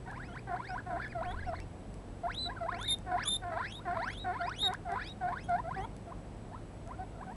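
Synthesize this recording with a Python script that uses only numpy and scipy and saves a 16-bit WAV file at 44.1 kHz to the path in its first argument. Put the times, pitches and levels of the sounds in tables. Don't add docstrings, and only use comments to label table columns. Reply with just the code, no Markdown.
import sys
import numpy as np
from scipy import signal
from scipy.fft import rfft, irfft, next_fast_len
from scipy.io import wavfile
from scipy.ndimage import uniform_filter1d

SR = 44100
rng = np.random.default_rng(int(sys.argv[2]) if len(sys.argv) > 2 else 0)


def materialize(psi):
    bounded = np.clip(np.atleast_2d(psi).T, -1, 1)
    quanta = np.round(bounded * 32767).astype(np.int16)
    wavfile.write(sys.argv[1], SR, quanta)


N = 324568
TIME_S = np.arange(N) / SR


def amp(db):
    return 10 ** (np.asarray(db) / 20)


def read_curve(points, hz):
    point_hz, value = np.transpose(points)
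    return np.interp(np.log(hz + 1), np.log(point_hz + 1), value)


def add(mix, start_s, sound):
    part = mix[max(round(start_s * SR), 0):][:len(sound)]
    part += sound[:len(part)]


def noise(gain):
    size = next_fast_len(N)
    spectrum = rfft(rng.standard_normal(size)) * gain(np.fft.rfftfreq(size, 1 / SR))
    x = irfft(spectrum, size)[:N]
    return x / np.sqrt(np.mean(x ** 2) + 1e-20)


def low_noise(top_hz):
    return noise(lambda hz: 1 / (1 + (hz / top_hz) ** 4))


def hum(waver=0.0258, waver_hz=7.5, flutter_db=0.5, flutter_hz=4.8):
    # (time [s], pitch [Hz], level [dB])
    contour = [(0, 61, -51), (1.202, 59, -46), (1.352, 43, -43), (1.58, 44, -43), (1.72, 46, -48),
               (2.4, 51.5, -48.5), (5.2, 51, -50), (7.36, 51, -49)]
    # (multiple, gain [dB])
    partials = [(1, -4), (2, -1), (3, -12.5)]
    time_s, pitch_hz, level_db = np.transpose(contour)
    hz = np.interp(TIME_S, time_s, pitch_hz) * (1 + waver * low_noise(waver_hz))
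    phase = 2 * np.pi * np.cumsum(hz) / SR
    tone = sum(amp(db + flutter_db * low_noise(flutter_hz)) * np.sin(k * phase) for k, db in partials)
    return amp(np.interp(TIME_S, time_s, level_db)) * tone


def room_noise(level_db=-47):
    # (frequency [Hz], relative density [dB])
    spectrum = [(12, -43), (20, -27), (38, 1.5), (59, -1.5), (75, -5.5), (103, -7.5), (200, -7), (268, -10),
                (593, -16.5), (733, -16), (980, -23), (1240, -27), (7140, -45.5), (7940, -43.5),
                (11200, -46), (14600, -92), (22000, -120)]
    return amp(level_db) * noise(lambda hz: amp(read_curve(spectrum, hz)))


def hiss(centre_hz=7880, width_hz=150, level_db=-77):
    return amp(level_db) * noise(lambda hz: 1 / (1 + ((hz - centre_hz) / width_hz) ** 4))


def gesture(t, length_s, dip_s, sweep_s, lateness, dip_hz, final_hz, bend, warble,
            dip_db, mid_db, final_db):
    sharp, soft_db, settle_s = 0.17, -2.5, 0.05
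    warble_hz, bend_s = 25.03, 0.015
    break_hz, break_width_hz, break_jump_hz = 2038, 257, 125.5
    fade_db, fade_s = -2, 0.011
    unsettled = np.tanh((np.maximum(dip_s - t, 0) / settle_s) ** 2)
    progress = np.clip((t - dip_s) / sweep_s, 0, 1)
    climb = np.sin(np.pi / 2 * progress) ** lateness
    hz = dip_hz * (1 + sharp * unsettled) + (final_hz - dip_hz) * climb
    end_bend = bend * np.exp((t - length_s) / bend_s)
    wobble = warble * climb * np.cos(2 * np.pi * warble_hz * (t - dip_s - sweep_s))
    hz *= 1 + end_bend + wobble
    past_break = (hz - break_hz) / break_width_hz
    hz += break_jump_hz * past_break * np.exp(-past_break ** 2 / 2)
    level_db = np.interp(progress, [0.22, 0.42, 0.59, 1], [dip_db, mid_db, mid_db, final_db])
    return hz, level_db + soft_db * unsettled + fade_db * np.exp((t - length_s) / fade_s)


def squeak(row, unrest):
    chest_hz, fast_octaves_per_s = 1150, 9
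    tremble, hoarse_tremble, catch = 0.012, 0.01, 0.028
    chest_rolloff, whistle_rolloff, thin_db, halves_db = 2.62, 2.8, -1.5, -7.5
    buzz_hz, buzz_db, glide_buzz_db = 430, -20, 9
    shimmer_db, flutter_db, attack_s, release_s = 1.3, 3.5, 0.0088, 0.0012
    start_s, length_s, *shape, low_over_db, high_over_db, hoarse = row
    span = np.arange(int(start_s * SR), min(int((start_s + length_s) * SR), N))
    t = (span - span[0]) / SR
    hz, level_db = gesture(t, length_s, *shape)
    jitter, shimmer, rasp, stumble, flutter, upper_flutter = unrest[:, span]
    glide = np.tanh(abs(np.gradient(np.log2(hz))) * SR / fast_octaves_per_s)
    chest = 1 / (1 + (hz / chest_hz) ** 6)
    slack = (1 + chest) / 2
    hz *= 1 + slack * (tremble + hoarse_tremble * hoarse) * jitter + catch * glide * stumble
    phase = 2 * np.pi * np.cumsum(hz) / SR

    def partial(k):
        return np.sin(k * phase) * (k * hz < SR / 3)

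    rolloff = chest * chest_rolloff + (1 - chest) * whistle_rolloff
    overtones = sum((k / 2) ** -rolloff * partial(k) * (1 if k < 4 else chest) for k in range(2, 8))
    register_db = chest * low_over_db + (1 - chest) * high_over_db
    overtones *= amp(register_db + thin_db * glide + flutter_db * upper_flutter)
    halves = sum(partial(k) / (1 + (k / 3.1) ** 6) for k in np.arange(5) + 0.5)
    halves *= chest * hoarse * amp(halves_db + 2 * rasp)
    buzz_depth = (1 - chest) * amp(buzz_db + glide_buzz_db * glide + 2.7 * rasp)
    buzz_phase = 2 * np.pi * np.cumsum(buzz_hz * (1 + 0.109 * stumble)) / SR
    buzz = 1 + buzz_depth * np.sin(buzz_phase)
    gate = np.clip(t / attack_s, 0, 1) * np.clip((t[-1] - t) / release_s, 0, 1)
    flicker_db = slack * shimmer_db * shimmer + flutter_db * glide * flutter * (1 - chest / 2)
    return gate * buzz * amp(level_db + flicker_db) * (partial(1) + overtones + halves)


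def breath(folds, gain_db, top_hz):
    envelope = np.sqrt(abs(uniform_filter1d(folds ** 2, size=300)))
    return amp(gain_db) * envelope * low_noise(top_hz)


def guinea_pigs(gain_db=3):
    # (start [s], length [s], dip [s], sweep [s], sweep lateness [exponent], dip pitch [Hz],
    #   final pitch [Hz], end bend [share of pitch], warble [share of pitch],
    #   relative level in the dip [dB], in mid-sweep [dB], at the final pitch [dB],
    #   overtones when low [dB], overtones when high [dB], hoarseness [0 to about 1])
    squeaks = [(0.055, 0.31, 0.081, 0.2, 1.91, 806, 3120, 0.01, 0.054, -48, -48.5, -51, -3.5, -15, 0),
               (0.072, 0.12, 0.0025, 0.12, 3.6, 745, 2880, -0.0, 0.0045, -45, -49.5, -49, -5, -16, 0.4),
               (0.277, 0.12, 0.04, 0.092, 3.4, 687, 2700, 0.064, 0.074, -54.5, -46.5, -43.5, 0.5, -15, 0),
               (0.467, 0.13, 0.067, 0.055, 2.8, 687, 1985, 0.06, 0.0044, -41, -43, -51, -9, -15, 0.7),
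               (0.481, 0.27, 0.065, 0.19, 2.28, 718, 2630, 0.13, 0.02, -44.5, -45, -51, -13.5, -6, 0.42),
               (0.686, 0.12, 0.046, 0.063, 3.3, 725, 1850, -0.31, 0.078, -43, -41.5, -41.5, -6, -16, 0.24),
               (0.858, 0.21, 0.086, 0.091, 4.1, 626, 2330, -0.4, 0.058, -43, -46.5, -46.5, -9, -12, 0.87),
               (0.891, 0.189, 0.056, 0.088, 3.05, 688, 1823, -0.062, 0.027, -39, -42, -44, -11, -11.5, 0.22),
               (1.071, 0.063, 0.0018, 0.028, 1.5, 2007, 2510, -0.39, 0.0089, -47, -59, -47.5, -14, -16, 0.079),
               (1.145, 0.181, 0.057, 0.088, 2.1, 641, 3250, 0.12, 0.0, -36.5, -44, -44.5, -12, -18, 0.04),
               (1.231, 0.19, 0.047, 0.17, 2.74, 711, 2185, -0.018, 0.056, -42.5, -48.5, -49, -13, -9, 0.73),
               (1.421, 0.078, 0.0019, 0.052, 2.5, 1730, 2700, -0.01, 0.022, -43, -51, -46, -8, -12, 0.3),
               (1.462, 0.13, 0.064, 0.042, 2.15, 644, 2290, -0.25, 0.0049, -38, -45.5, -52, -14, -6, 0),
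               (1.577, 0.056, 0.0035, 0.039, 1.7, 1824, 2600, 0.071, 0.0, -50, -49, -44, -14, -14, 0.1),
               (2.23, 0.25, 0.023, 0.14, 2.2, 677, 4023, -0.068, 0.0072, -36, -42.5, -33.5, -16.5, -13, 0.04),
               (2.452, 0.085, 0.0024, 0.076, 3.9, 689, 1192, -0.21, 0.0, -46.5, -43, -50, -7.5, -3, 0.3),
               (2.549, 0.046, 0.0019, 0.018, 2.8, 950, 1650, -0.31, 0.034, -47, -49, -44.5, -8, -14, 0.1),
               (2.603, 0.28, 0.039, 0.22, 1.9, 654, 3700, 0.098, 0.0056, -36.5, -43.5, -37, -13, -12, 0.0),
               (2.713, 0.22, 0.035, 0.15, 2.2, 680.6, 2300, -0.093, 0.058, -45, -46, -46.5, -3, -14, 0.87),
               (2.877, 0.071, 0.01, 0.015, 2.5, 3615, 3676, -0.017, 0.0074, -25, -25.5, -26, -10, -9, 0.2),
               (3.058, 0.16, 0.072, 0.097, 2.63, 660, 1880, 0.17, 0.011, -42.5, -47.5, -36, -11, -16, 0.8),
               (3.109, 0.26, 0.04, 0.14, 2.5, 703.7, 3592, 0.027, 0.0091, -35.5, -39, -26.5, -10.5, -4, 0),
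               (3.223, 0.071, 0.002, 0.03, 2.5, 1840, 1165, 0.059, 0.023, -33.5, -45, -43, -3, -13, 0.7),
               (3.416, 0.3, 0.047, 0.33, 2.95, 693, 3520, 0.08, 0.074, -44, -43.5, -33, -9.5, -11, 0.9),
               (3.497, 0.3, 0.04, 0.27, 2.33, 645, 3947, -0.05, 0.012, -38, -39, -46.5, -6, -11.5, 0.25),
               (3.778, 0.048, 0.0016, 0.066, 2.4, 940, 1730, 0.062, 0.0, -57, -52, -54, -14, -17, 0.1),
               (3.85, 0.3, 0.051, 0.23, 2.66, 693, 3280, 0.093, 0.0, -39.5, -43.5, -44.5, -10, -8.5, 0.87),
               (3.954, 0.29, 0.022, 0.255, 2.3, 654.4, 3863, -0.02, 0.0011, -37, -40.5, -44, -7, -14.5, 0),
               (4.048, 0.093, 0.027, 0.1, 3, 753, 1970, 0.024, 0.0, -52, -52.5, -54, -1, 8, 0.2),
               (4.24, 0.26, 0.049, 0.22, 2.54, 716, 2368, 0.22, 0.044, -37.5, -46.5, -37, -8.5, -7.5, 0.7),
               (4.393, 0.2905, 0.037, 0.212, 2.4, 689, 3771, -0.016, 0.0034, -39, -40.5, -24, -8, -9.5, 0.22),
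               (4.623, 0.13, 0.062, 0.092, 5.4, 737, 2140, 0.21, 0.0, -38, -40, -41, -11, -11, 0.9),
               (4.848, 0.28, 0.048, 0.23, 2.4, 683, 3970, -0.068, 0.012, -41, -44.5, -45, -11.5, -15, 0.2),
               (4.882, 0.22, 0.04, 0.16, 2.45, 781, 2387, 0.23, 0.003, -39, -43.5, -45.5, -13.5, -6.5, 1.04),
               (5.206, 0.17, 0.041, 0.17, 2.46, 709.5, 1610, 0.061, 0.0, -36.5, -42, -40, -8.5, -16, 0.23),
               (5.268, 0.21, 0.027, 0.19, 2.15, 703, 3450, 0.0013, 0.042, -40, -47, -55.5, -15, -7, 0.4),
               (5.483, 0.12, 0.041, 0.11, 2.7, 697, 1068, 0.042, 0.0, -33, -36, -45, -10.5, -21, 0.1),
               (5.634, 0.22, 0.028, 0.2, 2.27, 658, 3450, -0.027, 0.0043, -40.5, -48, -44.5, -11, -10.5, 0.04),
               (5.758, 0.1, 0.027, 0.13, 3.02, 759, 1360, -0.094, 0.03, -36.5, -36, -49, -29, -23, 0.7),
               (6.061, 0.073, 0.031, 0.06, 2.6, 676, 1640, -0.028, 0.0, -50, -46, -58, -12, -19, 0),
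               (6.485, 0.096, 0.012, 0.1, 2.17, 632, 1487, 0.024, 0.029, -52, -45, -69, -15, -16, 0),
               (6.856, 0.096, 0.022, 0.071, 2.05, 664, 1406, 0.0088, 0.0, -50, -45.5, -53, -11, -18, 0.2),
               (6.983, 0.056, 0.005, 0.018, 2.5, 724, 753, -0.0016, 0.0, -41, -44, -41, -18, -20, 0.15),
               (7.146, 0.099, 0.035, 0.081, 3.7, 658, 1680, -0.099, 0.024, -53.5, -43, -58, -10, -25, 0),
               (7.262, 0.069, 0.023, 0.056, 2.6, 754, 990, 0.0024, 0.021, -45.5, -41.5, -55, -13, -9, 0.06)]
    unrest = np.array([low_noise(hz) for hz in (240, 240, 30, 60, 80, 70)])
    folds, rasping = np.zeros((2, N))
    for row in squeaks:
        start_s, *_, hoarse = row
        sound = amp(gain_db) * squeak(row, unrest)
        add(folds, start_s, sound)
        add(rasping, start_s, hoarse * sound)
    airy = breath(folds, gain_db=-30.5, top_hz=11500)
    husky = breath(rasping, gain_db=-18.5, top_hz=2240)
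    return folds + airy + husky


def resonate(x, size=4096):
    # (frequency [Hz], gain [dB])
    response = [(400, -2.5), (560, -19.5), (710, 4.5), (850, -10), (1000, 6), (1190, -8.5), (1480, 1.5),
                (2230, -6), (2800, -19), (3700, -5), (4250, -4), (4600, -3), (5200, -8), (7300, -20.5),
                (8100, -16.5), (10800, 0)]
    log_gain = np.log(amp(read_curve(response, abs(np.fft.fftfreq(size, 1 / SR)))))
    minimum_phase = np.exp(signal.hilbert(log_gain).conj())
    ring = np.fft.ifft(minimum_phase).real[:size // 2]
    return signal.fftconvolve(x, ring)[:N]


def pen_echoes(x, early_db=-18, early_decay_s=0.02, room_db=-27):
    # (frequency [Hz], T60 [s])
    room_t60 = [(300, 0.11), (1500, 0.24), (4000, 0.075), (11000, 0.017)]
    t = np.arange(SR // 2) / SR
    early = rng.standard_normal(len(t)) * (t > 0.002) * np.exp(-t / early_decay_s)
    diffuse = rng.standard_normal(len(t)) * (t > 0.008)
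    hz, age_s, bands = signal.stft(diffuse, SR, nperseg=256)
    bands *= amp(-60 * age_s / read_curve(room_t60, hz)[:, None])
    tail = signal.istft(bands, SR, nperseg=256)[1][:len(t)]
    echoes = amp(early_db) * early / np.linalg.norm(early) + amp(room_db) * tail / np.linalg.norm(tail)
    return x + signal.fftconvolve(x, echoes)[:N]


def ticks(gain_db=3.02, decay_s=0.00056):
    # (time [s], relative peak [dB])
    snaps = [(0.113, -45), (1.0802, -45), (1.602, -37), (1.942, -41.5), (2.8294, -33.5), (2.9867, -39),
             (4.7371, -33), (4.92, -38), (5.494, -42), (5.966, -43), (6.875, -42)]
    t = np.arange(400) / SR
    out = np.zeros(N)
    for start_s, peak_db in snaps:
        snap = rng.standard_normal(len(t)) * np.exp(-t / decay_s)
        add(out, start_s, amp(peak_db + gain_db) * snap / abs(snap).max())
    return out


def rumble(peak_s=1.4, width_s=0.2, top_hz=55, level_db=-46):
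    swell = np.exp(-((TIME_S - peak_s) / width_s) ** 2)
    return amp(level_db) * swell * low_noise(top_hz)


def shuffle(thud_hz=145, width_hz=35):
    # (time [s], level [dB])
    movement = [(5.3, -60), (5.502, -52), (5.75, -49.5), (6.05, -70)]
    time_s, level_db = np.transpose(movement)
    envelope = np.interp(TIME_S, time_s, amp(level_db), left=0, right=0)
    return envelope * noise(lambda hz: 1 / (1 + ((hz - thud_hz) / width_hz) ** 2))


def scene():
    in_pen = pen_echoes(resonate(guinea_pigs()) + ticks())
    return (in_pen + shuffle() + rumble() + hum() + room_noise() + hiss())[None]


def record(dry):
    cutoff_hz = 11180
    lowpass = signal.firwin(1023, cutoff_hz, window=("kaiser", 8), fs=SR)
    return signal.oaconvolve(dry, lowpass[None], "same")


dry = scene()
out = record(dry)
materialize(out)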